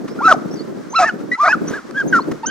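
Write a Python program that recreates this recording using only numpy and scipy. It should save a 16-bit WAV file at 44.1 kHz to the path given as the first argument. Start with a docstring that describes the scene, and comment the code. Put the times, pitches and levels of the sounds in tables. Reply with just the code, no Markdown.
"""A pack of hounds yelps and barks across an open clearing: yelps are nearly pure gliding tones with
a few overtones, barks are hoarse, with half lines between their harmonics and breath noise.
Thin gliding sine whistles, crackling twig snaps and one longer rustle sound between and during
the calls; trees return a short echo. Gusty wind, low lumpy noise, rumbles on both microphone ports;
dry leaves rustle at a distance."""
import sys
import numpy as np
from scipy import signal
from scipy.fft import rfft, irfft
from scipy.io import wavfile
from scipy.ndimage import uniform_filter1d

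SR = 44100
rng = np.random.default_rng(int(sys.argv[2]) if len(sys.argv) > 2 else 0)


def undo_db(level):
    """Turn decibels back into plain size, where 20 dB means ten times bigger."""
    steps = np.asarray(level, float) / 20
    return 10 ** steps


def wav_record(signal):
    """Record a signal, one row per channel, as 16-bit PCM in the file named by sys.argv[1]."""
    frames = np.transpose(np.atleast_2d(signal))
    bounded = np.clip(frames, -1, 1)
    # unit amplitude maps onto the largest positive 16-bit level
    quanta = np.round(bounded * 32767).astype(np.int16)
    wavfile.write(sys.argv[1], SR, quanta)


N = 110250  # 2.5 s

# yelp lines, one curve each: whole yelps, a side line sounding with the yelp at 2.125 s,
# and the falling upper line of a bark at 1.474 s: t/s, pitch f/Hz, level of the fundamental/dB
YELP_LINES = [
    [(.188, 1420, -23), (.232, 1330, -32)],
    [(.204, 740.4, -22), (.228, 1158, -20.5), (.258, 1347, -9), (.284, 1290, -3.5)],
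    [(.928, 810, -32), (.962, 1368, -13.5), (.993, 1292, -10), (1.005, 1346, -30.5), (1.048, 1210, -8)],
    [(1.09, 1564, -10.5), (1.114, 1320, -31)],
    [(1.315, 1923, -12), (1.358, 2060, -24.5)],
    [(1.346, 1330, -30), (1.372, 1330, -32)],
    [(1.374, 829, -36.5), (1.406, 1173, -11.5), (1.452, 1214, -10)],
    [(1.474, 1411, -6), (1.503, 740, -23.5)],
    [(1.526, 1600, -5), (1.553, 1250, -18.5)],
    [(1.734, 1560, -20.5), (1.765, 1720, -30), (1.797, 1290, -29.5)],
    [(1.944, 1495, -32), (1.98, 1662, -16.5), (2.015, 1565, -16), (2.036, 1174, -39.5)],
    [(2.125, 1603, -10), (2.15, 1393, -9), (2.184, 1337, -14), (2.202, 886, -16)],
    [(2.125, 1950, -27.5), (2.18, 1780, -32.5)],
    [(2.431, 900, -23.5), (2.453, 900, -21.5)],
    [(2.447, 1150, -30), (2.468, 1530, -32), (2.51, 1600, -22)],
]
# overtone strength of each yelp line: level/dB
YELP_OVERTONES = [-47, -23, -10, -22, -18, -29.5, -30, -64, -28, -43, -24, -32.5, -32, -21, -10.5]
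# what the mouth does to overtones: f/Hz, level/dB
MOUTH_RESPONSE = [(3200, 0), (3800, -13), (4100, 1), (4600, -12), (8000, -27)]
# hoarse barks, one curve each: t/s, pitch f/Hz, level of the octave above the pitch/dB
BARK_CURVES = [
    [(.278, 766, -9), (.308, 738.2, -10), (.327, 605, -2), (.333, 463, -28), (.352, 315, -12.5)],
    [(0.987, 685.5, -41), (1.001, 761, -25.5), (1.052, 650, -34)],
    [(1.022, 780.9, -22), (1.068, 927, -17.5), (1.098, 828, -19)],
    [(1.428, 607, -29), (1.456, 746.6, -17), (1.492, 626.5, -18.5)],
    [(1.455, 555.5, -14), (1.487, 805.5, -16.5), (1.527, 882, -14.5)],
]
# make-up of each bark against its octave: pitch line level/dB, half lines level/dB,
# third multiple level/dB, breath noise level/dB
BARK_MIXES = [(-7.5, -14.5, -60, -14.5), (17.5, -13.5, -4, 8), (-14.5, -14.5, -18.5, -13.5),
              (1, -10, -12, -16), (-16, -43.5, -9, -14)]
# relative spectrum of breath noise: f/Hz, level/dB per Hz
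BREATH_SPECTRUM = [(600, -21), (1300, -5.5), (3100, -26), (6000, -18.5), (17000, -61)]
# thin whistles: start t/s, length t/s, level/dB, start f/Hz, end f/Hz
WHISTLE_GLIDES = [(0.078, 0.077, -49.5, 4770, 5580), (0.508, 0.055, -41, 5010, 5270),
                  (.555, 0.078, -38, 5060, 4910), (.558, 0.042, -48.5, 5600, 4800),
                  (0.898, 0.044, -35.5, 6040, 6450), (1.672, .034, -30, 5700, 6010),
                  (2.075, 0.031, -33.5, 6130, 5950), (2.204, 0.027, -37.5, 4040, 4510),
                  (2.459, 0.032, -23, 5350, 6120)]
# bow of each whistle's glide at its middle, upward if positive: f/Hz
WHISTLE_BOWS = [58, 767, -550, 555, 47, 203, 320, 96, 743.5]
# twig snaps, and one longer rustle at 1.726 s: t/s, level/dB, spread t/s
SNAPS_AND_RUSTLE = [(0.084, -33.5, 0.0058), (1.726, -33.5, 0.075), (1.911, -30, 0.0015),
                    (2.319, -27.5, 0.0053)]
# relative spectrum of wind on the ports: f/Hz, level/dB per Hz
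WIND_SPECTRUM = [(25, -55), (80, -41.5), (150, -7), (300, -1), (600, -14.5), (2500, -55.5)]
# course of the gusts: t/s, level/dB
GUST_CURVE = [(0, -28.5), (.78, -27.5), (.86, -34.5), (1.32, -27), (1.37, -49), (1.55, -25), (1.74, -25),
              (1.81, -40.5), (2.1, -22), (2.33, -25.5), (2.4, -33.5)]
# relative spectrum of dry brush, rustling or snapping: f/Hz, level/dB per Hz
BRUSH_SPECTRUM = [(500, -19.5), (1300, -6.5), (2000, -15.5), (2700, -23.5), (6000, -24), (16000, -48.5)]


def yelp(rows, overtone_db):
    """A nearly pure tone with uneven overtones, coloured by the mouth, and some breath."""
    breath_db = -21.5
    gate, (hz, db) = follow(rows)
    turn = phase(hz)
    level = gate * undo_db(db)
    mouth_hz, mouth_db = np.transpose(MOUTH_RESPONSE)
    overtones = 0
    for k in range(2, 6):
        strength_db = np.interp(k * hz, mouth_hz, mouth_db) + 4 * wander(70)[0]
        overtones = overtones + undo_db(strength_db) * np.sin(k * turn)
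    overtones = overtones * (hz / hz.max()) ** 6  # brightest at the top of the pitch
    voice = np.sqrt(2) * (np.sin(turn) + undo_db(overtone_db) * overtones)
    return level * voice + undo_db(breath_db) * breath(level)


def bark(rows, pitch_db, half_db, third_db, breath_db):
    """Pitch and octave, half lines from strong-weak cycles, hoarse breath."""
    gate, (hz, db) = follow(rows)
    turn = phase(hz)
    halves = np.sin(3 * turn / 2) + undo_db(-8) * np.sin(5 * turn / 2)
    thirds = np.sin(3 * turn) + undo_db(-13.5) * np.sin(6 * turn)
    lines = undo_db(pitch_db) * np.sin(turn) + np.sin(2 * turn)
    lines = lines + undo_db(half_db) * halves + undo_db(third_db) * thirds
    rough_level = gate * undo_db(db + 2 * wander(110)[0])
    return rough_level * np.sqrt(2) * lines + undo_db(breath_db) * breath(gate * undo_db(db))


def breath(level):
    """Air rushing unevenly through the throat; it swells and fades more softly than the voice."""
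    uneven = rng.standard_normal(N) * undo_db(1.5 * wander(40)[0])
    air = coloured(uneven, BREATH_SPECTRUM)
    return uniform_filter1d(level, size=SR // 30) * air


def whistle(start, length, db, start_hz, end_hz, bow_hz):
    """A faint sine of wavering level on a bowed glide."""
    rasp_db = 5  # rms of the wavering
    u = np.clip((np.arange(N) / SR - start) / length, 0, 1)  # share of the glide done
    arch = np.sin(np.pi * u)
    hz = start_hz + (end_hz - start_hz) * u + bow_hz * arch
    level = undo_db(db + rasp_db * wander(56)[0]) * np.sqrt(abs(arch)) * (u < 1)
    return level * np.sin(phase(hz))


def snaps_and_rustle():
    """Snaps and a rustle, noise under bell-shaped envelopes."""
    t = np.arange(N) / SR
    shape = sum(undo_db(db) * np.exp(-((t - s) / spread) ** 2) for s, db, spread in SNAPS_AND_RUSTLE)
    return shape * coloured(rng.standard_normal(N), BRUSH_SPECTRUM)


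def wind():
    """Lumpy low turbulence, different at each microphone port."""
    gust_db = follow(GUST_CURVE)[1][0]
    shared_db = 3.3 * wander(25)
    port_db = 1.8 * wander(40, channels=2)
    lumps = undo_db(gust_db + shared_db + port_db)
    return lumps * coloured(rng.standard_normal((2, N)), WIND_SPECTRUM)


def brush():
    """Distant rustle of dry leaves, noise partly shared by the ports, rising a little with the gusts."""
    rustle_db, gust_share, same = -43.5, 0.14, 0.66  # same: amplitude share common to both ports
    gust_db = follow(GUST_CURVE)[1][0]
    grains = rng.standard_normal((3, N))
    pair = same * grains[0] + np.sqrt(1 - same ** 2) * grains[1:]
    level_db = rustle_db + gust_share * (gust_db - gust_db.mean()) + 1.3 * wander(10)
    return undo_db(level_db) * coloured(pair, BRUSH_SPECTRUM)


def clearing(x):
    """The left port hears the sources a moment earlier; trees scatter a short decaying echo."""
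    left_lead_s, echo_db, echo_t60_s = 4.5e-5, -20.5, 0.49
    hz = np.fft.rfftfreq(N, 1 / SR)
    t = np.arange(SR // 2) / SR
    # a true time lead up to 5500 Hz, a constant phase lead above
    lead = np.exp(2j * np.pi * np.minimum(hz, 5500) * left_lead_s)
    left = irfft(rfft(x) * lead, N)
    tail = rng.standard_normal((2, len(t))) * undo_db(-60 * t / echo_t60_s)
    echo = signal.fftconvolve(x[None], tail / np.linalg.norm(tail[0]), axes=1)[:, :N]
    return np.array([left, x]) + undo_db(echo_db) * echo


def follow(rows):
    """A gate open along a curve with 4 ms edges, and the curve's later columns at every sample."""
    t = np.arange(N) / SR
    rows = np.array(rows, float)
    to_edge = np.minimum(t - rows[0, 0], rows[-1, 0] - t)
    gate = np.clip(to_edge / 0.004, 0, 1)
    return gate, [np.interp(t, rows[:, 0], col) for col in rows.T[1:]]


def phase(hz):
    """Running phase of a slightly unsteady pitch, from a random start."""
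    unsteady = hz * (1 + 0.012 * wander(143)[0])
    return 2 * np.pi * (np.cumsum(unsteady) / SR + rng.random())


def wander(cutoff_hz, channels=1):
    """Slow chance: noise below a cutoff, rms 1."""
    noise = rng.standard_normal((channels, N))
    return evened(signal.lfilter(*signal.butter(2, cutoff_hz, fs=SR), noise))


def coloured(x, spectrum):
    """Filters by a spectrum table, interpolated over log frequency; rms 1."""
    hz = np.fft.rfftfreq(x.shape[-1], 1 / SR)
    f, db = np.transpose(spectrum)
    gain = undo_db(np.interp(np.log(hz + 1), np.log(f + 1), db))
    return evened(irfft(rfft(x) * gain, x.shape[-1]))


def evened(x):
    """Scales to rms 1."""
    return x / np.sqrt(np.mean(x ** 2) + 1e-20)


def scene():
    """Hounds, whistles, snaps and a rustle in the clearing, over wind and brush."""
    hounds = sum(yelp(*c) for c in zip(YELP_LINES, YELP_OVERTONES))
    hounds = hounds + sum(bark(rows, *mix) for rows, mix in zip(BARK_CURVES, BARK_MIXES))
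    whistles = sum(whistle(*glide, bow) for glide, bow in zip(WHISTLE_GLIDES, WHISTLE_BOWS))
    return clearing(hounds + snaps_and_rustle() + whistles) + wind() + brush()


def roll_off(x):
    """The treble ends steeply here."""
    return signal.sosfilt(signal.butter(12, 16770, fs=SR, output="sos"), x)


def record(dry):
    """Overload clips the loudest peaks at full scale."""
    mix = np.clip(dry, -1, 1)
    return roll_off(mix)


dry = scene()
out = record(dry)
wav_record(out)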